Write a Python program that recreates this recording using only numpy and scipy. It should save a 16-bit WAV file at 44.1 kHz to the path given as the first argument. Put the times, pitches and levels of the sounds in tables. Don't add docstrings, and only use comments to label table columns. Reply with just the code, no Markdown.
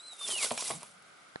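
import sys
import numpy as np
from scipy import signal
from scipy.fft import rfft, irfft
from scipy.io import wavfile
from scipy.ndimage import uniform_filter1d

SR = 44100
rng = np.random.default_rng(int(sys.argv[2]) if len(sys.argv) > 2 else 0)


def transcribe(u):
    v = np.clip(np.atleast_2d(u).T, -1, 1)
    q = np.round(v * 32767).astype(np.int16)
    wavfile.write(sys.argv[1], SR, q)


N = 61739

# frequency in Hz, relative strength in dB.
ROOM_COLOUR = [(25, -22), (60, -21), (110, -11.5), (190, -10.5), (300, -6), (520, -3.5), (720, 0.5),
               (950, -5.5), (1130, -2), (1230, 1.5), (1400, 4.5), (1560, 1.5), (1720, -7.5), (2000, -3.5),
               (2220, -1), (2550, -9), (3100, -7.5), (4500, -11), (7000, -16), (11000, -21)]
FLOOR_COLOUR = [(35, -44), (60, -26.5), (85, -12.5), (130, -2.5), (180, 2.5), (250, -3.5),
                (400, -23), (1500, -66)]
PAW_COLOUR = [(35, -55), (70, -26), (120, -20), (300, -8), (520, -1.5), (1100, 0.5), (1600, -4), (2500, 2),
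              (5000, -1), (11000, -31)]
HAY_COLOUR = [(60, -33), (150, -23), (420, -8), (1100, -6), (1650, -12.5), (2400, -4.5), (3600, -0.5),
              (5000, 0), (6500, -1), (8000, 2), (10500, 5), (12000, -0.5)]
KNOCK_COLOUR = [(25, -18), (150, 1.5), (500, 0), (1000, -5), (1300, -9), (1700, 1), (2600, -26.5),
                (4200, -11.5), (5500, -27), (11000, -37)]
KNOCK_SIDE_COLOUR = [(59, -26), (100, -12), (736, 1), (1290, -16), (1650, -1), (2150, -22), (4320, -18),
                     (5210, -34), (9000, -49), (11700, -77), (19800, -120)]

# time in seconds, relative level in dB.
RUMBLE_LOUDNESS = [(.2, -85), (.29, -68.5), (.5, -73), (.57, -63), (.66, -68), (.8, -69), (.92, -71),
                   (1.03, -71), (1.15, -77)]
RUSTLE_LOUDNESS = [(0, -62.5), (.085, -61), (.105, -62.5), (.178, -55.5), (.195, -46.5), (.25, -43),
                   (.283, -35), (.298, -37.5), (.316, -31.5), (.352, -41.5), (.40, -36.5), (.44, -31),
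                   (.46, -35.5), (.487, -39.5), (.555, -47), (.61, -36), (.64, -40), (.685, -36),
                   (.79, -52.5), (.87, -58), (.98, -70), (1.4, -73)]
SQUEAL_LOUDNESS = [(0, -51), (.012, -51.5), (.022, -55), (.036, -51), (.105, -45.5), (.138, -47.5),
                   (.17, -67), (.195, -50), (.222, -38), (.254, -37.5), (.266, -48), (.292, -53),
                   (.31, -35.5), (.375, -35.5), (.445, -39.5), (.456, -71)]

# time in seconds, relative level in dB.
BODY_LANDINGS = [(.513, -52), (.709, -46), (0.746, -53)]
STALK_SNAPS = [(.083, -54), (0.132, -50), (0.213, -45), (0.284, -33.5), (0.41, -36.5), (.428, -30),
               (0.432, -36), (.447, -28), (.520, -32.5), (.577, -33), (0.625, -40), (.831, -43.5),
               (1.023, -58.5)]
# start in seconds, relative level in dB, treble cut-off in Hz.
PAW_STEPS = [(.131, -52, 1510), (0.215, -54.5, 1510), (0.287, -43, 1600), (.292, -38.5, 810),
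             (0.363, -43, 1500), (.411, -42, 1400), (0.433, -35, 1550), (.446, -31.5, 2620),
             (0.465, -44, 1800), (0.508, -30, 2600), (0.5141, -25.5, 690), (.523, -41, 710),
             (.577, -32.5, 3100), (.624, -37, 1470), (0.7034, -31.5, 800), (0.7081, -30.5, 2200),
             (.714, -33, 610), (0.822, -47, 1490), (.832, -44.5, 1430)]
# pitch in Hz, seconds to fade by 60 dB, relative level in dB.
BOARD_NOTES = [(133, 0.086, -3), (182, 0.18, -8), (239.4, 0.078, -4), (425, 0.1, -4.5), (537, 0.094, -3),
               (629, 0.053, -6.5), (746, 0.045, -10.5), (1019, 0.11, -13.5), (1123, 0.026, -4),
               (1983, 0.037, -2.5), (2960, 0.065, -7), (3200, .03, -12)]
# start in seconds, pitch in Hz, relative level in dB.
STALK_TWANGS = [(0.212, 1152, -43), (0.334, 374, -44.5), (.45, 3290, -35), (0.46, 1450, -38.5),
                (.579, 2350, -43), (.585, 5750, -34), (0.593, 985, -39), (.603, 5920, -39),
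                (0.657, 2050, -44), (0.83, 954, -47)]
# time in seconds, pitch in Hz.
SQUEAL_TUNE = [(0, 3790), (.027, 4090), (.048, 4020), (.08, 4085), (.14, 3745), (.215, 3595), (.25, 3560),
               (.268, 3370), (.308, 3130), (.333, 3085), (.353, 2880), (.376, 2810), (.41, 2310),
               (.45, 2020)]
# time in seconds, level in dB compared with the main tone.
SQUEAL_OCTAVE = [(.025, -8.5), (.08, -3.5), (.1, -16), (.135, -6.5), (.2, -30), (.35, -21), (.41, -12)]


def undb(db):
    return 10 ** (np.asarray(db) / 20)


def unit(x):
    return x / np.sqrt(np.mean(x ** 2))


def curve(rows):
    return np.interp(np.arange(N) / SR, *np.array(rows).T)


def wander(turns_per_s):
    hold = int(SR / turns_per_s)
    stairs = np.repeat(rng.standard_normal(N // hold + 1), hold)
    return unit(uniform_filter1d(stairs, hold)[:N])


def colour(x, rows):
    hz, db = np.array(rows).T
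    log_hz = np.log(np.fft.rfftfreq(4096, 1 / SR) + 1)
    cepstrum = irfft(np.log(undb(np.interp(log_hz, np.log(hz), db))))
    cepstrum[1:len(cepstrum) // 2] *= 2
    cepstrum[len(cepstrum) // 2:] = 0
    response = irfft(np.exp(rfft(cepstrum)))
    return signal.fftconvolve(x, response / np.linalg.norm(response))[:N]


def fade(peak_s, decay_s, rise_s=.0003):
    age = np.arange(N) / SR - peak_s
    return np.clip(1 + age / rise_s, 0, 1) * np.exp(-np.maximum(age, 0) / decay_s)


def stereo(shared, side, side_db):
    return shared + np.array([[1], [-1]]) * undb(side_db) * side


def wavering_phase(hz, wobble, turns_per_s):
    return 2 * np.pi * np.cumsum(hz * (1 + wobble * wander(turns_per_s))) / SR


def room():
    shared, side = (colour(rng.standard_normal(N), ROOM_COLOUR) for _ in range(2))
    air = stereo(shared, side, side_db=-1.5)
    whine = np.sqrt(2) * np.sin(wavering_phase(hz=1224, wobble=0.0043, turns_per_s=30.1))
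    return undb(-60 + 0.28 * wander(12.78)) * air + undb(-71.5) * whine


def wall_echoes(x, ring_s=0.23):
    tails = rng.standard_normal((2, N)) * fade(0.00226, decay_s=ring_s / np.log(1000))
    return np.array([signal.fftconvolve(x, tail / np.linalg.norm(tail))[:N] for tail in tails])


def knock(start_s=1.359, side_lead_s=0.00047):
    tap = signal.unit_impulse(N, int(start_s * SR)) * np.sqrt(0.0019 * SR)
    early_tap = np.roll(tap, -int(side_lead_s * SR))
    shared = undb(-35.5) * colour(tap, KNOCK_COLOUR)
    return stereo(shared, colour(early_tap, KNOCK_SIDE_COLOUR), side_db=-31)


def floor_boom():
    shudder = sum(undb(db) * fade(s, decay_s=0.031) for s, db in BODY_LANDINGS)
    loudness = np.hypot(shudder, undb(curve(RUMBLE_LOUDNESS)))
    return unit(colour(rng.standard_normal(N), FLOOR_COLOUR)) * loudness


def paws(scuff_s=.003):
    push = 0
    for s, db, cutoff_hz in PAW_STEPS:
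        scuff = rng.standard_normal(N) * fade(s, scuff_s, rise_s=0.00094)
        contact = signal.unit_impulse(N, int(s * SR)) + undb(1) * scuff / np.linalg.norm(scuff)
        soften = signal.butter(2, cutoff_hz, fs=SR, output="sos")
        step = signal.sosfilt(soften, colour(contact, PAW_COLOUR))
        push += undb(db) * step / np.linalg.norm(step) * np.sqrt(2 * scuff_s * SR)
    thumps = undb(-6.5) * push
    for hz, ring_s, db in BOARD_NOTES:
        pole = np.exp((2j * np.pi * hz - np.log(1000) / ring_s) / SR)
        ring = 2 * (1 - abs(pole)) * signal.lfilter([1], [1, -pole], push).real
        thumps += undb(db - 0.5) * ring
    return thumps


def twangs():
    sound = 0
    for s, hz, db in STALK_TWANGS:
        tone = np.sin(wavering_phase(hz, wobble=0.02506, turns_per_s=300))
        sound += undb(db) * fade(s + 0.0015, decay_s=0.01, rise_s=0.0026) * tone
    return sound


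def crackle(cracks_per_s=4500, bands=20, flicker_db=2.5):
    sizes = undb(2.5 * np.minimum(rng.exponential(size=N), 4))
    cracks = unit((rng.random(N) < cracks_per_s / SR) * sizes * rng.standard_normal(N))
    rubbing = undb(-2) * rng.standard_normal(N)
    spectrum = rfft(colour(unit(cracks + rubbing), HAY_COLOUR))
    band_position = np.sqrt(np.linspace(0, 1, len(spectrum))) * bands
    sound = 0
    for k in range(bands):
        band = irfft(spectrum * np.maximum(1 - abs(band_position - k), 0), N)
        sound += band * undb(flicker_db * wander(79.98))
    return unit(sound)


def hay():
    snaps = sum(undb(db) * fade(s, decay_s=0.0043, rise_s=0.0028) for s, db in STALK_SNAPS)
    loudness = np.hypot(undb(curve(RUSTLE_LOUDNESS)), snaps) * undb(3)
    return stereo(crackle(), crackle(), side_db=-17) * loudness


def squeal(flutter_db=1.87):
    phase = wavering_phase(curve(SQUEAL_TUNE), wobble=0.0049, turns_per_s=257)
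    octave = undb(curve(SQUEAL_OCTAVE) + 2.24 * wander(54)) * np.sin(2 * phase)
    sounding = np.arange(N) / SR < SQUEAL_LOUDNESS[-1][0]
    loudness = undb(curve(SQUEAL_LOUDNESS) + flutter_db * wander(90.5))
    return (np.sin(phase) + octave) * sounding * loudness


def scene():
    steps = paws()
    scuffle = hay() + twangs() + squeal() + steps + floor_boom()
    echoes = undb(-12.5) * wall_echoes(scuffle.mean(axis=0)) + undb(-7.5) * wall_echoes(steps)
    lean_right = undb([[-0.5], [0.5]])
    return (scuffle + echoes) * lean_right + knock() + room()


def record(dry, top_hz=11050):
    return signal.sosfilt(signal.ellip(12, .1, 80, top_hz, fs=SR, output="sos"), dry)


dry = scene()
out = record(dry)
transcribe(out)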